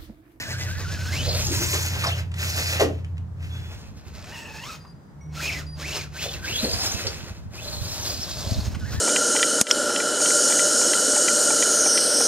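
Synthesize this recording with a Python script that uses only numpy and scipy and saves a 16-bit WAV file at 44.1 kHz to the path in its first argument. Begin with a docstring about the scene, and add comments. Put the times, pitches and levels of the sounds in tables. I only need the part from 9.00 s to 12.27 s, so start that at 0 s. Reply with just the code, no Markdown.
"""Model steam locomotive at tick-over

A small gas-fired engine runs on a workbench, close to the microphone. Shaped noise makes the burner's roar,
its flue resonances, the steam and the gas jet; a bright band sweeps through the hiss near the end.
Struck modes make the ticks of the loose rods and the knocks of the frames, about three a second.
A hard snap and a brass clink stand out; the snap makes the limiter duck everything for a moment."""
import sys
import numpy as np
from scipy import signal
from scipy.fft import rfft, irfft, next_fast_len
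from scipy.io import wavfile
from scipy.ndimage import uniform_filter1d, minimum_filter1d, map_coordinates

SR = 44100
rng = np.random.default_rng(int(sys.argv[2]) if len(sys.argv) > 2 else 0)


def persist_wave(psi):
    """Save psi, clipped to +-1, as 16-bit WAV."""
    counts = np.round(np.clip(psi, -1, 1) * 32767).astype(np.int16)
    wavfile.write(sys.argv[1], SR, np.atleast_2d(counts).T)


N = 144207  # samples


def amp(db):
    """Decibels to gain."""
    return 10 ** (np.asarray(db) / 20)


def unit(x):
    """Scale to rms 1."""
    return x / np.sqrt(np.mean(x ** 2) + 1e-20)


def along(points, hz):
    """Read (Hz, value) points on a log frequency axis."""
    point_hz, value = np.transpose(points)
    return np.interp(np.log(hz + 1), np.log(point_hz + 1), value)


def curves(rows, t):
    """Read each column after the time at times t; the ends hold."""
    row_s, *columns = np.transpose(rows)
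    return [np.interp(t, row_s, column) for column in columns]


def wobble(knots_per_s):
    """Smooth random curve through normally distributed knots."""
    knots = rng.standard_normal(int(N * knots_per_s / SR) + 4)
    return map_coordinates(knots, [np.arange(N) * knots_per_s / SR])


def filtered(x, response):
    """Multiply the spectrum of x by a response of frequency."""
    size = next_fast_len(len(x) + 8192)
    spectrum = rfft(x, size) * response(np.fft.rfftfreq(size, 1 / SR))
    return irfft(spectrum, size)[:len(x)]


def noise(response):
    """Coloured noise of rms 1."""
    return unit(filtered(rng.standard_normal(N), response))


def coloured_noise(colour):
    """Noise of rms 1 that follows a (Hz, dB) colour table."""
    return noise(lambda f: amp(along(colour, f)))


def add(track, start_s, x):
    """Mix x into the track from start_s."""
    part = track[round(start_s * SR):][:len(x)]
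    part += x[:len(part)]


def strike(modes, contact_s, soft_hz):
    """Decaying modes rung by a short, low-passed scraping contact; peak 1."""
    t = np.arange(SR // 8) / SR
    scrape = rng.standard_normal(len(t)) * np.exp(-(t / contact_s) ** 2)
    force = np.diff(scrape, prepend=0)
    soften = signal.butter(4, min(soft_hz, SR / 3), fs=SR, output="sos")
    force = signal.sosfilt(soften, force)
    ring = 0
    for pitch_hz, level_db, t60_s in modes:
        decaying_sine = np.sin(2 * np.pi * pitch_hz * t) * 1e3 ** (-t / t60_s)
        mode = signal.fftconvolve(force, decaying_sine)[:len(t)]
        varied_db = level_db + rng.standard_normal()  # each strike differs
        ring = ring + amp(varied_db) * unit(mode)
    return ring / np.abs(ring).max()


# burner roar, relative spectral density: freq_hz [Hz], level_db [dB]
ROAR_COLOUR = [(25, -17), (60, -24.5), (150, -14.5), (250, -1.5), (400, -1), (600, 0), (720, -7.5),
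               (950, -10.5), (1180, -18), (1550, -6), (1800, -11.5), (2200, -22.5), (2650, -22),
               (3200, -11), (3600, -17.5), (6000, -34)]
# flue resonances: pitch_hz [Hz], width_hz [Hz], rms_db [dB before fade]
FLUE_RESONANCES = [(297, 65, -39.5), (487.6, 65, -35.5), (592.6, 22, -34), (1399, 82, -30.5),
                   (2977, 73, -39)]
ROAR_RMS_DB, ROAR_FLUTTER_DB, ROAR_FLUTTER_KNOTS_PER_S = -31, 0.25, 24.9
# upper resonances recede as the microphone moves
FLUE_FADE_START_S, FLUE_FADE_DB_PER_S, FLUE_FADE_ABOVE_HZ = 2.74, 10.5, 1000


def burner(t):
    """Flame turbulence gives a fluttering broad roar; the flue adds resonant bands."""
    roar_db = ROAR_RMS_DB + ROAR_FLUTTER_DB * wobble(ROAR_FLUTTER_KNOTS_PER_S)
    out = amp(roar_db) * coloured_noise(ROAR_COLOUR)
    fade_db = FLUE_FADE_DB_PER_S * np.maximum(t - FLUE_FADE_START_S, 0)
    for pitch_hz, width_hz, rms_db in FLUE_RESONANCES:
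        def response(f):
            resonance = f * width_hz / (pitch_hz ** 2 - f * f + 1j * f * width_hz)
            skirt = np.exp(-((f - pitch_hz) / (2.2 * width_hz)) ** 2)
            return resonance * skirt

        band = noise(response)
        out += amp(rms_db - fade_db * (pitch_hz > FLUE_FADE_ABOVE_HZ)) * band
    return out


# steam flow, eases off then opens at once: time_s [s], level_db [dB re STEAM_DB]
STEAM_FLOW = [(0, -4.3), (.42, -3.5), (.6, -5), (.76, -12), (.9, -17), (1.195, -10), (1.22, -1), (1.42, .3),
              (1.8, -.7), (2.7, -.3), (2.95, -1.3), (3.27, .3)]
# steam, relative spectral density: freq_hz [Hz], level_db [dB]
STEAM_COLOUR = [(1500, -32), (2600, -30), (3600, -24), (4050, -13), (4550, -8.5), (4800, -11), (5200, -3.5),
                (5850, 0.5), (6080, -3.5), (6450, -3), (7000, -9.5), (7450, -12.5), (8350, 3), (9100, -3.5),
                (10000, -7.5), (11000, -25.5), (12200, -19), (13300, -32), (14000, -45)]
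STEAM_DB, STEAM_FLUTTER_DB, STEAM_SPUTTER_DB = -20.5, -0.05, 0.53


def steam(t):
    """Turbulent steam: coloured noise following the flow, with slow flutter and fast sputter."""
    flow_db, = curves(STEAM_FLOW, t)
    flutter_db = STEAM_FLUTTER_DB * wobble(26)
    sputter_db = STEAM_SPUTTER_DB * wobble(300)
    return amp(STEAM_DB + flow_db + flutter_db + sputter_db) * coloured_noise(STEAM_COLOUR)


# gas jet, relative spectral density: freq_hz [Hz], level_db [dB]
JET_COLOUR = [(1500, -27), (2600, -18.5), (3600, -14.5), (4050, -2), (4800, -4.5), (5250, 5), (6100, 1.5),
              (7000, -7.5), (8400, 3), (9100, 3.5), (10000, -8), (11000, -10.5), (12000, -18), (13000, -32),
              (14000, -45)]
JET_DB = -27.5


def gas_jet():
    """Steady turbulence of the gas jet: coloured noise at constant level."""
    return amp(JET_DB) * coloured_noise(JET_COLOUR)


# band with opposite dips on both sides: time_s [s], centre_hz [Hz], depth_db [dB, negative inverts]
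BAND_SWEEP = [(2.55, 7180, 11.5), (2.74, 6930, 9.5), (2.86, 6230, 8), (2.95, 5500, 4), (3.04, 4900, 3),
              (3.14, 5450, -1), (3.27, 6400, 7)]
SWEEP_WIDTH_HZ, SWEEP_SPACING_HZ = 990, 3910
HISS_PATCHY_RMS_DB = 1.22


def hiss(t):
    """Steam and jet share random time-frequency patches and one moving spectral ripple."""
    freq_hz, frame_s, spectra = signal.stft(steam(t) + gas_jet(), SR, nperseg=512)
    patches = rng.standard_normal(spectra.shape)
    patches = uniform_filter1d(patches, size=6, axis=0)
    patches = unit(uniform_filter1d(patches, size=14, axis=1))
    centre_hz, depth_db = curves(BAND_SWEEP, frame_s)
    off_hz = freq_hz[:, None] - centre_hz
    ripple = np.cos(2 * np.pi * off_hz / SWEEP_SPACING_HZ)
    window = np.exp(-.5 * (off_hz / SWEEP_WIDTH_HZ) ** 2)
    gain_db = depth_db * ripple * window + HISS_PATCHY_RMS_DB * patches
    return signal.istft(spectra * amp(gain_db), nperseg=512)[1][:N]


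# rod ticks: start_s [s], peak_db [dB before TICK_GAIN_DB], treble_db [dB above TICK_SPLIT_HZ]
ROD_TICKS = [(0.093, -23, -7.5), (0.1618, -10.5, -5), (0.3628, -16.5, -1), (.394, -23, 0),
             (0.4286, -9, -4.5), (0.6682, -9.5, 1), (.7053, -21.5, -11), (0.9602, -16, 2),
             (1.0015, -21.5, -16), (1.2569, -20, 7), (1.3041, -20, -13), (1.5232, -19.5, -8),
             (1.5923, -18, -9), (1.934, -17.5, -1), (2.2817, -15, -7), (2.625, -16.5, -4),
             (2.975, -15.5, -5)]
# rod modes before treble and random variation: pitch_hz [Hz], level_db [dB relative], t60_s [s]
ROD_MODES = [(1730, -7.5, .016), (2000, 3, 0.026), (2340, -1, 0.031), (2620, -12.5, 0.011),
             (2780, 0, 0.018), (3110, 7, 0.036), (3720, -8, 0.013), (4080, -21, .018), (4550, -16, .018)]
TICK_GAIN_DB, TICK_CONTACT_S, TICK_SOFT_HZ, TICK_SPLIT_HZ = 3.5, 0.0029, 5000, 2770


def rods():
    """Play in the running gear makes the rods tick: short contacts ring their modes."""
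    out = np.zeros(N)
    for start_s, peak_db, treble_db in ROD_TICKS:
        modes = [
            (pitch_hz, level_db + treble_db * (pitch_hz > TICK_SPLIT_HZ), t60_s)
            for pitch_hz, level_db, t60_s in ROD_MODES
        ]
        tick = strike(modes, TICK_CONTACT_S, TICK_SOFT_HZ)
        add(out, start_s, amp(peak_db + TICK_GAIN_DB) * tick)
    return out


# dull knocks: start_s [s], peak_db [dB]
FRAME_KNOCKS = [(.077, -18.5), (.351, -18), (.901, -21.5), (1.201, -25), (1.502, -23), (1.813, -23.5),
                (2.163, -19), (2.503, -18.5), (2.859, -21.5), (3.207, -19)]
# frame modes before random variation: pitch_hz [Hz], level_db [dB relative], t60_s [s]
FRAME_MODES = [(773, -4, 0.04), (852, 2, 0.051), (1790, -7, .018), (2320, -5.5, 0.028)]
KNOCK_CONTACT_S, KNOCK_SOFT_HZ = 0.006, 2500


def frames():
    """Play in the running gear knocks the frames: longer, softer contacts ring lower modes."""
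    out = np.zeros(N)
    for start_s, peak_db in FRAME_KNOCKS:
        add(out, start_s, amp(peak_db) * strike(FRAME_MODES, KNOCK_CONTACT_S, KNOCK_SOFT_HZ))
    return out


# cracks of one snap, with its rebound: start_s [s], peak_db [dB before limiting]
SNAP_CRACKS = [(0.6127, 3.5), (.6138, 16), (.6178, 1)]
# crack, relative spectral density: freq_hz [Hz], level_db [dB]
CRACK_COLOUR = [(100, -16), (1000, -9), (2600, -11.5), (4500, -9.5), (6500, 4), (10300, -2), (13000, -22),
                (15000, -44)]
SNAP_T60_S, SNAP_TAIL_DB, SNAP_TAIL_T60_S = 0.0058, -11.5, 0.046  # tail re fast decay
THUMP_HZ, THUMP_DB, THUMP_RISE_S, THUMP_T60_S = 228, 5, .003, 0.026  # level before envelope


def snap(t):
    """Hard snap by the microphone: noise with a two-stage decay over a low decaying sine."""
    out = np.zeros(N)

    def decay(t60_s):
        return amp(-60 * t / t60_s)

    envelope = decay(SNAP_T60_S) + amp(SNAP_TAIL_DB) * decay(SNAP_TAIL_T60_S)
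    for start_s, peak_db in SNAP_CRACKS:
        crack = coloured_noise(CRACK_COLOUR) * envelope
        add(out, start_s, amp(peak_db) * crack / np.abs(crack).max())
    thump = np.sin(2 * np.pi * THUMP_HZ * t) * decay(THUMP_T60_S)
    thump *= 1 - np.exp(-t / THUMP_RISE_S)
    add(out, SNAP_CRACKS[0][0], amp(THUMP_DB) * thump)
    return out


# brass modes before random variation: pitch_hz [Hz], level_db [dB relative], t60_s [s]
BRASS_MODES = [(1400, -8.5, 0.032), (3010, -14, 0.021), (3290, -2, 0.0088), (5140, -1, 0.024),
               (5750, 1, 0.015), (6550, -9, 0.0091), (7000, -19, .01), (8450, -16, .013)]
CLINK_START_S, CLINK_PEAK_DB = .7112, 3  # peak before limiting
CLINK_CONTACT_S, CLINK_SOFT_HZ = 0.0021, 7000


def clink():
    """A brief contact rings bright brass modes."""
    out = np.zeros(N)
    ring = strike(BRASS_MODES, CLINK_CONTACT_S, CLINK_SOFT_HZ)
    add(out, CLINK_START_S, amp(CLINK_PEAK_DB) * ring)
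    return out


def scene():
    """All sources sum at one microphone; both channels are alike."""
    t = np.arange(N) / SR
    mono = burner(t) + hiss(t) + rods() + frames() + snap(t) + clink()
    return np.tile(mono, (2, 1))


NOTCH_HZ, NOTCH_HALF_WIDTH_HZ, NOTCH_DB = 7680, 120, -15.5
LIMIT_DB, HOLD_S, RELEASE_DB_PER_S = 1.5, 0.043, 290
CLIP_DB, LOW_CUT_HZ, TOP_HZ = -1.2, 78, 13930


def record(dry):
    """Microphone-port notch, hold-and-release limiter, soft clip, low cut and band limit."""
    def notch(f):
        return amp(NOTCH_DB / (1 + ((f - NOTCH_HZ) / NOTCH_HALF_WIDTH_HZ) ** 2))

    x = filtered(dry[0], notch)
    needed_db = np.minimum(LIMIT_DB - 20 * np.log10(np.abs(x) + 1e-9), 0)
    half = int(HOLD_S * SR / 2)
    held_db = minimum_filter1d(needed_db, 2 * half + 1, origin=half)  # looks back only
    # gain drops at once, then recovers at a fixed slope
    rise_db = RELEASE_DB_PER_S * np.arange(N) / SR
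    released_db = np.minimum.accumulate(held_db - rise_db) + rise_db
    x = x * amp(uniform_filter1d(released_db, size=8))
    x = x / (1 + (x / amp(CLIP_DB)) ** 6) ** (1 / 6)
    low_cut = signal.butter(2, LOW_CUT_HZ, "high", fs=SR, output="sos")
    x = signal.sosfilt(low_cut, x)
    limited = filtered(x, lambda f: 1 / np.sqrt(1 + (f / TOP_HZ) ** 240))
    return np.tile(limited, (2, 1))


dry = scene()
out = record(dry)
persist_wave(out)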